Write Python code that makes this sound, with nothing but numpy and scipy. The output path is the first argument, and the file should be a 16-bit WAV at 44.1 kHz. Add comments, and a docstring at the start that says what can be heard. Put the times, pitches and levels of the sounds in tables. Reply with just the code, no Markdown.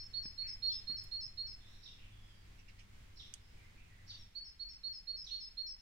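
"""A small songbird, likely a great tit, repeats a low and a high whistle four times a second.
It sings two phrases with its syrinx (a bird's voice box), and house walls throw the notes back
across the garden. Sparrows chirp, other birds call further off, and small bumps and ticks sound nearby.
A faint mains hum, a low rumble and a soft hiss lie underneath; the hum stops and the air turns
quieter just after the second phrase begins."""
import sys
import numpy as np
from scipy import signal
from scipy.fft import rfft, irfft
from scipy.io import wavfile
from scipy.ndimage import map_coordinates

SR = 44100
rng = np.random.default_rng(int(sys.argv[2]) if len(sys.argv) > 2 else 0)


def pcm_store(signal):
    """Save signal as 16-bit PCM."""
    levels = np.round(np.clip(np.atleast_2d(signal), -1, 1) * 32767)
    wavfile.write(sys.argv[1], SR, levels.astype(np.int16).T)


N = 256220
T = np.arange(N) / SR
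TOP_HZ = 15800

# The songbird's whistle pairs: (time [s], low level [dB], high level [dB], high whistle's end pitch [Hz])
WHISTLE_PAIRS = [(-.108, -43, -52, 5264), (0.13, -41, -48.5, 5228), (.373, -41, -46.5, 5200),
                 (0.618, -38, -44.5, 5166), (0.866, -41, -48.5, 5230), (1.109, -41.5, -47, 5203),
                 (1.368, -42.5, -51, 5227), (4.084, -50, -64, 5356), (4.346, -44.5, -55.5, 5233),
                 (4.589, -44.5, -55.5, 5284), (4.829, -42.5, -52, 5190), (5.066, -43, -49.5, 5185),
                 (5.303, -42, -50.5, 5194), (5.566, -42, -48.5, 5268)]


def undb(db):
    """Turn decibels into a number to multiply by."""
    return 10 ** (np.asarray(db) / 20)


def unit(x):
    """Scale a sound to an average strength (rms) of 1."""
    return x / np.sqrt(np.mean(x ** 2, axis=-1, keepdims=True))


def pan(db):
    """Left and right gains; db is the left level minus the right."""
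    return undb(np.array([[db], [-db]]) / 2)


def add(out, start, x):
    """Mix a stereo sound in at a start time in seconds."""
    i = int(round(start * SR))
    x = x[:, max(-i, 0):N - i]
    out[:, max(i, 0):max(i, 0) + x.shape[1]] += x


def colour(x, points):
    """Shape bass and treble along a curve of (frequency [Hz], gain [dB]) points."""
    hz, db = np.transpose(points)
    freqs = np.fft.rfftfreq(x.shape[-1], 1 / SR)
    gain = undb(np.interp(np.log(freqs + 1), np.log(hz), db))
    return irfft(rfft(x) * gain, x.shape[-1])


def wander(n, rate):
    """A smooth random wobble, about 1 in size, that changes `rate` times a second."""
    place = np.arange(n) * rate / SR
    return map_coordinates(rng.standard_normal(int(place[-1]) + 2), [place], order=2, mode="nearest")


def fade(t, t60):
    """Die away by 60 dB every t60 seconds."""
    return np.exp(-np.log(1000) * t / t60)


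def scatter(x, t60, build_s):
    """Many small echoes, different left and right, that build up and die away; as strong as x."""
    t = np.arange(SR * 3 // 4) / SR
    paths = rng.standard_normal((2, len(t))) * (1 - np.exp(-t / build_s)) * fade(t, t60)
    echoes = signal.fftconvolve(x[None], paths, axes=1)
    return echoes * np.sqrt(np.sum(x ** 2) / np.sum(echoes ** 2, axis=1, keepdims=True))


def garden(x, echo_db, t60, build_s, side_db, lag_samples=32):
    """The direct sound, reaching the left a little later, plus echoes from leaves, fence and roof."""
    out = undb(echo_db) * scatter(x, t60, build_s)
    left, right = pan(side_db)
    out[0, lag_samples:lag_samples + len(x)] += left * x
    out[1, :len(x)] += right * x
    return out


def syrinx(hz, waver, second_db, third_db):
    """A bird's voice: a tone with an unsteady pitch and two weaker overtones."""
    phase = 2 * np.pi * np.cumsum(hz * (1 + waver * wander(len(hz), 900))) / SR
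    overtones = undb(second_db) * np.sin(2 * phase) + undb(third_db) * np.sin(3 * phase)
    return np.sqrt(2) * (np.sin(phase) + overtones)


def swell(t, attack_s, release_s, growth_db):
    """Loudness of one whistle: it rises, keeps growing while it is held, and falls."""
    rise = np.sin(np.pi / 2 * np.minimum(t / attack_s, 1)) ** 2
    fall = np.sin(np.pi / 2 * np.minimum((t[-1] - t) / release_s, 1))
    return rise * undb(growth_db * (t / t[-1] - .5)) * fall


def low_notes(usual_s=0.067, usual_db=-41, settled_hz=4290, sharp_hz=232.4, settle_s=0.3814):
    """Low whistles, a little higher early in each phrase: (start, pitch, loudness, side) for each."""
    # When each phrase begins; the first is already under way: (time [s])
    phrase_starts = [-0.458, 4.085]
    for start, db, _, _ in WHISTLE_PAIRS:
        age = min(abs(start - opening) for opening in phrase_starts)
        t = np.arange(int(SR * usual_s * 2 ** ((db - usual_db) / 12))) / SR  # 12 dB louder: twice as long
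        scoop = 0.3 * np.exp(-t / .003)  # the note slides up from below
        flick = 0.03 * np.exp((t - t[-1]) / 0.0048)  # and flicks up as it ends
        hz = settled_hz + sharp_hz * np.exp(-age / settle_s)
        loudness = undb(db) * swell(t, attack_s=0.019, release_s=0.017, growth_db=4.5)
        side_db = 3 if age < usual_s else -9  # an opening note is louder on the left
        yield start, hz * (1 - scoop + flick), loudness, side_db


def high_notes(delay_s=.09, length_s=.056, slide=.04, side_db=2.5):
    """High whistles that slide down and level out: (start, pitch, loudness, side) for each."""
    t = np.arange(int(SR * length_s)) / SR
    bend = 1 + slide * (1 - t / t[-1]) ** 1.5
    shape = swell(t, attack_s=0.022, release_s=.014, growth_db=3)
    for start, _, db, hz in WHISTLE_PAIRS:
        yield start + delay_s, hz * bend, undb(db) * shape, side_db


def songbird(notes, kind, second_db, third_db, rough, rasp, rustle_db, wall_side_db, echo_db, t60):
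    """Sing the low (kind 0) or high (kind 1) whistles; rough walls smear and dull their echoes."""
    # Echoes off house walls: (delay [s], low whistle's gain [dB], high whistle's gain [dB])
    walls = [(0.018, -16, -1), (0.041, -4, -2.5), (0.064, -13.5, -21.5)]
    # Pitch wobble of the low, then the high whistle: (depth [share of pitch], rate [changes per s])
    quivers = [(.003, 150), (.003, 200)]
    depth, rate = quivers[kind]
    treble_cut = signal.butter(2, 8000, fs=SR, output="sos")
    out = np.zeros((2, N))
    for start, hz, loudness, side_db in notes:
        t = np.arange(len(hz)) / SR
        drift = 1 + depth * wander(len(t), rate)
        waver = rough + rasp * np.exp(-t / .003)  # the syrinx rasps as it starts
        bright_db = 2 * rng.standard_normal()  # the beak opens a little differently for each note
        note = loudness * syrinx(hz * drift, waver, second_db + bright_db, third_db + bright_db)
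        add(out, start, garden(note, echo_db, t60, build_s=0.009, side_db=side_db))
        onset = note * np.clip(1 - t / .007, 0, 1)  # the first instant scatters into a short rustle
        add(out, start, undb(rustle_db) * scatter(onset, t60=.15, build_s=.02))
        dull = signal.sosfilt(treble_cut, note)
        for delay, *gains_db in walls:
            echo = scatter(dull, t60=0.017, build_s=0.00032)
            add(out, start + delay, undb(gains_db[kind]) * pan(wall_side_db) * echo)
    return out


def mains_hum(hz=100.1, trim_db=-0.9, waver_db=2, octave_db=-17):
    """A low electric hum with a weak overtone, wavering in pitch and loudness."""
    # The hum's slow rise and fall, before trim and waver: (time [s], level [dB])
    hum_levels = [(0.0, -68), (0.07, -64), (1.96, -68), (2.15, -61.5), (2.63, -67), (4.15, -63.5)]
    phase = 2 * np.pi * np.cumsum(hz + 1.013 * wander(N, 6.5)) / SR
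    tone = np.sqrt(2) * (np.sin(phase) + undb(octave_db) * np.sin(2 * phase))
    db = np.interp(T, *np.transpose(hum_levels)) + trim_db + waver_db * wander(N, 6.7)
    return tone * undb(db)


def air(spectrum, db):
    """Distant rumble, alike on both sides, under a wide soft hiss."""
    middle, side = rng.standard_normal((2, N))
    side = colour(side, [(40, -24), (100, -15), (200, -6), (380, 1), (650, 3), (1300, 0)])
    left = colour(middle + side, [(700, 0), (2400, -2), (8000, -2), (14000, 0)])
    both = colour(np.array([left, middle - side]), spectrum)
    return unit(both) * undb(db + 0.74 * wander(N, 8.7))


def background(hum_end_s=4.26, blend_s=.08):
    """Hum and air together give way to quieter air alone."""
    # Tone of the air while the hum lasts: (frequency [Hz], gain [dB])
    early_air = [(20, 5.5), (37, 0.5), (55, -1.5), (100, -8.5), (180, -15.5), (300, -23), (600, -31),
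                 (1200, -29.5), (2100, -25.5), (3200, -29.5), (5000, -33.5), (8500, -40), (12000, -47),
                 (16000, -45.5)]
    # Tone of the air afterwards: (frequency [Hz], gain [dB])
    late_air = [(20, -1.5), (37, 3), (55, -0.5), (100, -15.5), (180, -17.5), (300, -28), (600, -33.5),
                (1200, -31.5), (2100, -27.5), (3200, -30.5), (5000, -34), (8500, -42.5), (12000, -46),
                (16000, -49.5)]
    early_share = np.clip((hum_end_s - T) / blend_s + .5, 0, 1)
    early = mains_hum() + air(early_air, db=-57)
    late = air(late_air, db=-61)
    return np.sqrt(early_share) * early + np.sqrt(1 - early_share) * late


def bumps():
    """Soft bumps close by: bursts of dull noise that die away quickly."""
    # Each bump: (time [s], level [dB], time to fade by 60 dB [s])
    hits = [(0.255, -44.5, 0.026), (0.896, -56, 0.26), (3.743, -63.5, 0.3), (4.876, -62.5, 0.067)]
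    # A bump's dull tone: (frequency [Hz], gain [dB])
    bump_tone = [(60, -10.5), (170, 15.5), (380, 1), (700, -12), (1800, -6.5), (4000, -17.5), (12000, -59)]
    out = np.zeros((2, N))
    t = np.arange(SR // 4) / SR
    rise = 1 - np.exp(-t / .0007)
    for start, db, t60 in hits:
        noise = unit(colour(rng.standard_normal(len(t)), bump_tone))
        add(out, start, undb(db) * pan(0) * noise * rise * fade(t, t60))
    return out


def far_birds(syllable_s=.06):
    """Distant birds sing short runs of sliding notes, heard only as scattered echoes."""
    # Each run: (time [s], length [s], first pitch [Hz], last pitch [Hz], level [dB], harshness [0-1])
    runs = [(0.396, 0.089, 2292, 2142, -61.5, 1), (1.593, 0.16, 3574, 3985, -64.5, 0.32),
            (1.651, 0.15, 5500, 5570, -69.5, 0.1), (1.964, 0.086, 2950, 2673, -63, 0.8),
            (2.098, 0.22, 3400, 3283, -69.5, 0.11), (2.198, 0.2, 5210, 4640, -75, 0.07),
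            (3.384, 0.081, 5080, 5200, -72, 0), (3.554, 0.099, 2450, 1955, -66.5, .1),
            (3.742, .07, 2250, 2800, -65.5, 0.2), (3.88, 0.12, 1930, 2000, -68, 0.43)]
    out = np.zeros((2, N))
    for start, length, first_hz, last_hz, db, harsh in runs:
        count = max(1, round(length / syllable_s))
        run_hz = np.linspace(first_hz, last_hz, int(length * SR))
        for k, hz in enumerate(np.array_split(run_hz, count)):
            slide = 1 + .02 * rng.standard_normal() * np.linspace(-1, 1, len(hz))
            quiver = 1 + .022 * wander(len(hz), 250)
            call = syrinx(hz * slide * quiver, waver=harsh * 0.167, second_db=-31, third_db=-39.5)
            echoes = scatter(call * signal.windows.tukey(len(hz), .5), t60=0.7, build_s=0.001)
            add(out, start + k * length / count, undb(db) * pan(-3) * echoes)
    return out


def ticks():
    """Something small and hard is tapped and rings briefly at several high pitches."""
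    # Each tick: (time [s], level [dB], left minus right [dB], pitch scale [ratio])
    hits = [(0.478, -64, 2, 0.8), (1.039, -60, -9, 1.46), (3.3387, -44.5, -9, 0.984)]
    # How the object rings at a pitch scale of 1: (frequency [Hz], width [Hz], gain [dB])
    rings = [(2300, 340, -21), (3430, 370, 5.5), (4950, 280, 4), (6400, 630, 9.5), (8000, 420, 7.5),
             (9140, 100, 7.5)]
    out = np.zeros((2, N))
    t = np.arange(SR // 4) / SR
    decay = fade(t, t60=0.025) + undb(-22) * np.exp(-t / 0.019)  # a sharp crack and a faint tail
    for start, db, side_db, ratio in hits:
        crack = rng.standard_normal((2, len(t))) * decay
        tick = np.zeros_like(crack)
        for hz, width, gain_db in rings:
            peak = signal.iirpeak(min(hz * ratio, TOP_HZ), hz / width, SR)
            tick += undb(gain_db) * signal.lfilter(*peak, crack)
        band_hz = [1700 * ratio, min(10000 * ratio, TOP_HZ)]
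        tick = signal.sosfilt(signal.butter(2, band_hz, "bandpass", fs=SR, output="sos"), tick)
        tick /= tick[:, :SR // 250].std(axis=1, keepdims=True)  # the first 4 ms set the level
        add(out, start, undb(db) * pan(side_db) * tick)
    return out


def sparrows(length_s=.062, lead_s=0.011, warble_hz=95, warble_depth=0.043):
    """The two sides of a sparrow's syrinx make two rough, warbling voices; a wall repeats each chirp."""
    # Each chirp: (time [s], level [dB], pitch scale [ratio])
    chirps = [(0.665, -54, 1), (1.832, -54, 0.99), (3.169, -54, 1.0), (4.076, -55, 1.02),
              (5.242, -51, 1.024)]
    # The lower voice: (place in the note [0-1], pitch before scaling [Hz], gain [dB])
    low_voice = [(0, 3800, -21), (.07, 4400, -4.5), (.2, 5400, -18.5), (.33, 4210, -14), (.5, 3746, 1),
                 (.68, 3475, -6), (.88, 3110, -14.5), (1, 2714, -10.5)]
    # The upper voice, which starts earlier and ends later: same columns
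    high_voice = [(0, 5000, -16.5), (.3, 5500, -9.5), (.6, 5580, -22), (.85, 5700, -16), (1, 5050, -18)]
    out = np.zeros((2, N))
    for start, db, ratio in chirps:
        for shape, lead in ((low_voice, 0), (high_voice, lead_s)):
            places, pitches, gains_db = np.transpose(shape)
            n = int((length_s + 2 * lead) * SR)
            progress = np.linspace(0, 1, n)
            hz = ratio * np.interp(progress, places, pitches)
            loudness = undb(db + np.interp(progress, places, gains_db)) * signal.windows.tukey(n, .06)
            warble = 1 + warble_depth * np.sin(2 * np.pi * (warble_hz * np.arange(n) / SR + rng.random()))
            voice = loudness * syrinx(hz * warble, waver=.04, second_db=-30, third_db=-45)
            heard = garden(voice, echo_db=4.3, t60=0.46, build_s=0.0071, side_db=-8)
            add(out, start - lead, pan(-0.51) * heard)
            wall_echo = undb(-4.5) * scatter(voice, t60=0.5, build_s=0.005)
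            add(out, start - lead + 0.036, wall_echo)
    return out


def scolding_bird(length_s=0.031):
    """A distant bird scolds in short, rasping notes that rise and fall in pitch."""
    # Each note: (time [s], pitch near its top [Hz], level [dB])
    scolds = [(2.575, 2500, -64.5), (2.671, 2605, -60), (2.777, 2620, -60)]
    out = np.zeros((2, N))
    arch = np.hanning(int(length_s * SR))
    for start, hz, db in scolds:
        rasp = syrinx(hz * (.9 + .12 * arch), waver=.14, second_db=-5, third_db=-17) * arch
        add(out, start, undb(db) * pan(-6) * scatter(rasp, t60=0.13, build_s=0.00053))
    return out


def scene():
    """All the birds, the ticks and bumps, and the background together."""
    low = songbird(low_notes(), kind=0, second_db=-53, third_db=-44.5, rough=.002, rasp=0.13,
                   rustle_db=20.5, wall_side_db=1.5, echo_db=-6.5, t60=0.4)
    high = songbird(high_notes(), kind=1, second_db=-42, third_db=-61.5, rough=0.0051, rasp=.015,
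                    rustle_db=0.5, wall_side_db=0, echo_db=-5.5, t60=0.48)
    return low + high + sparrows() + far_birds() + scolding_bird() + ticks() + bumps() + background()


def record(dry):
    """Cut away the very highest treble."""
    return signal.sosfilt(signal.ellip(10, .1, 70, TOP_HZ, fs=SR, output="sos"), dry)


dry = scene()
out = record(dry)
pcm_store(out)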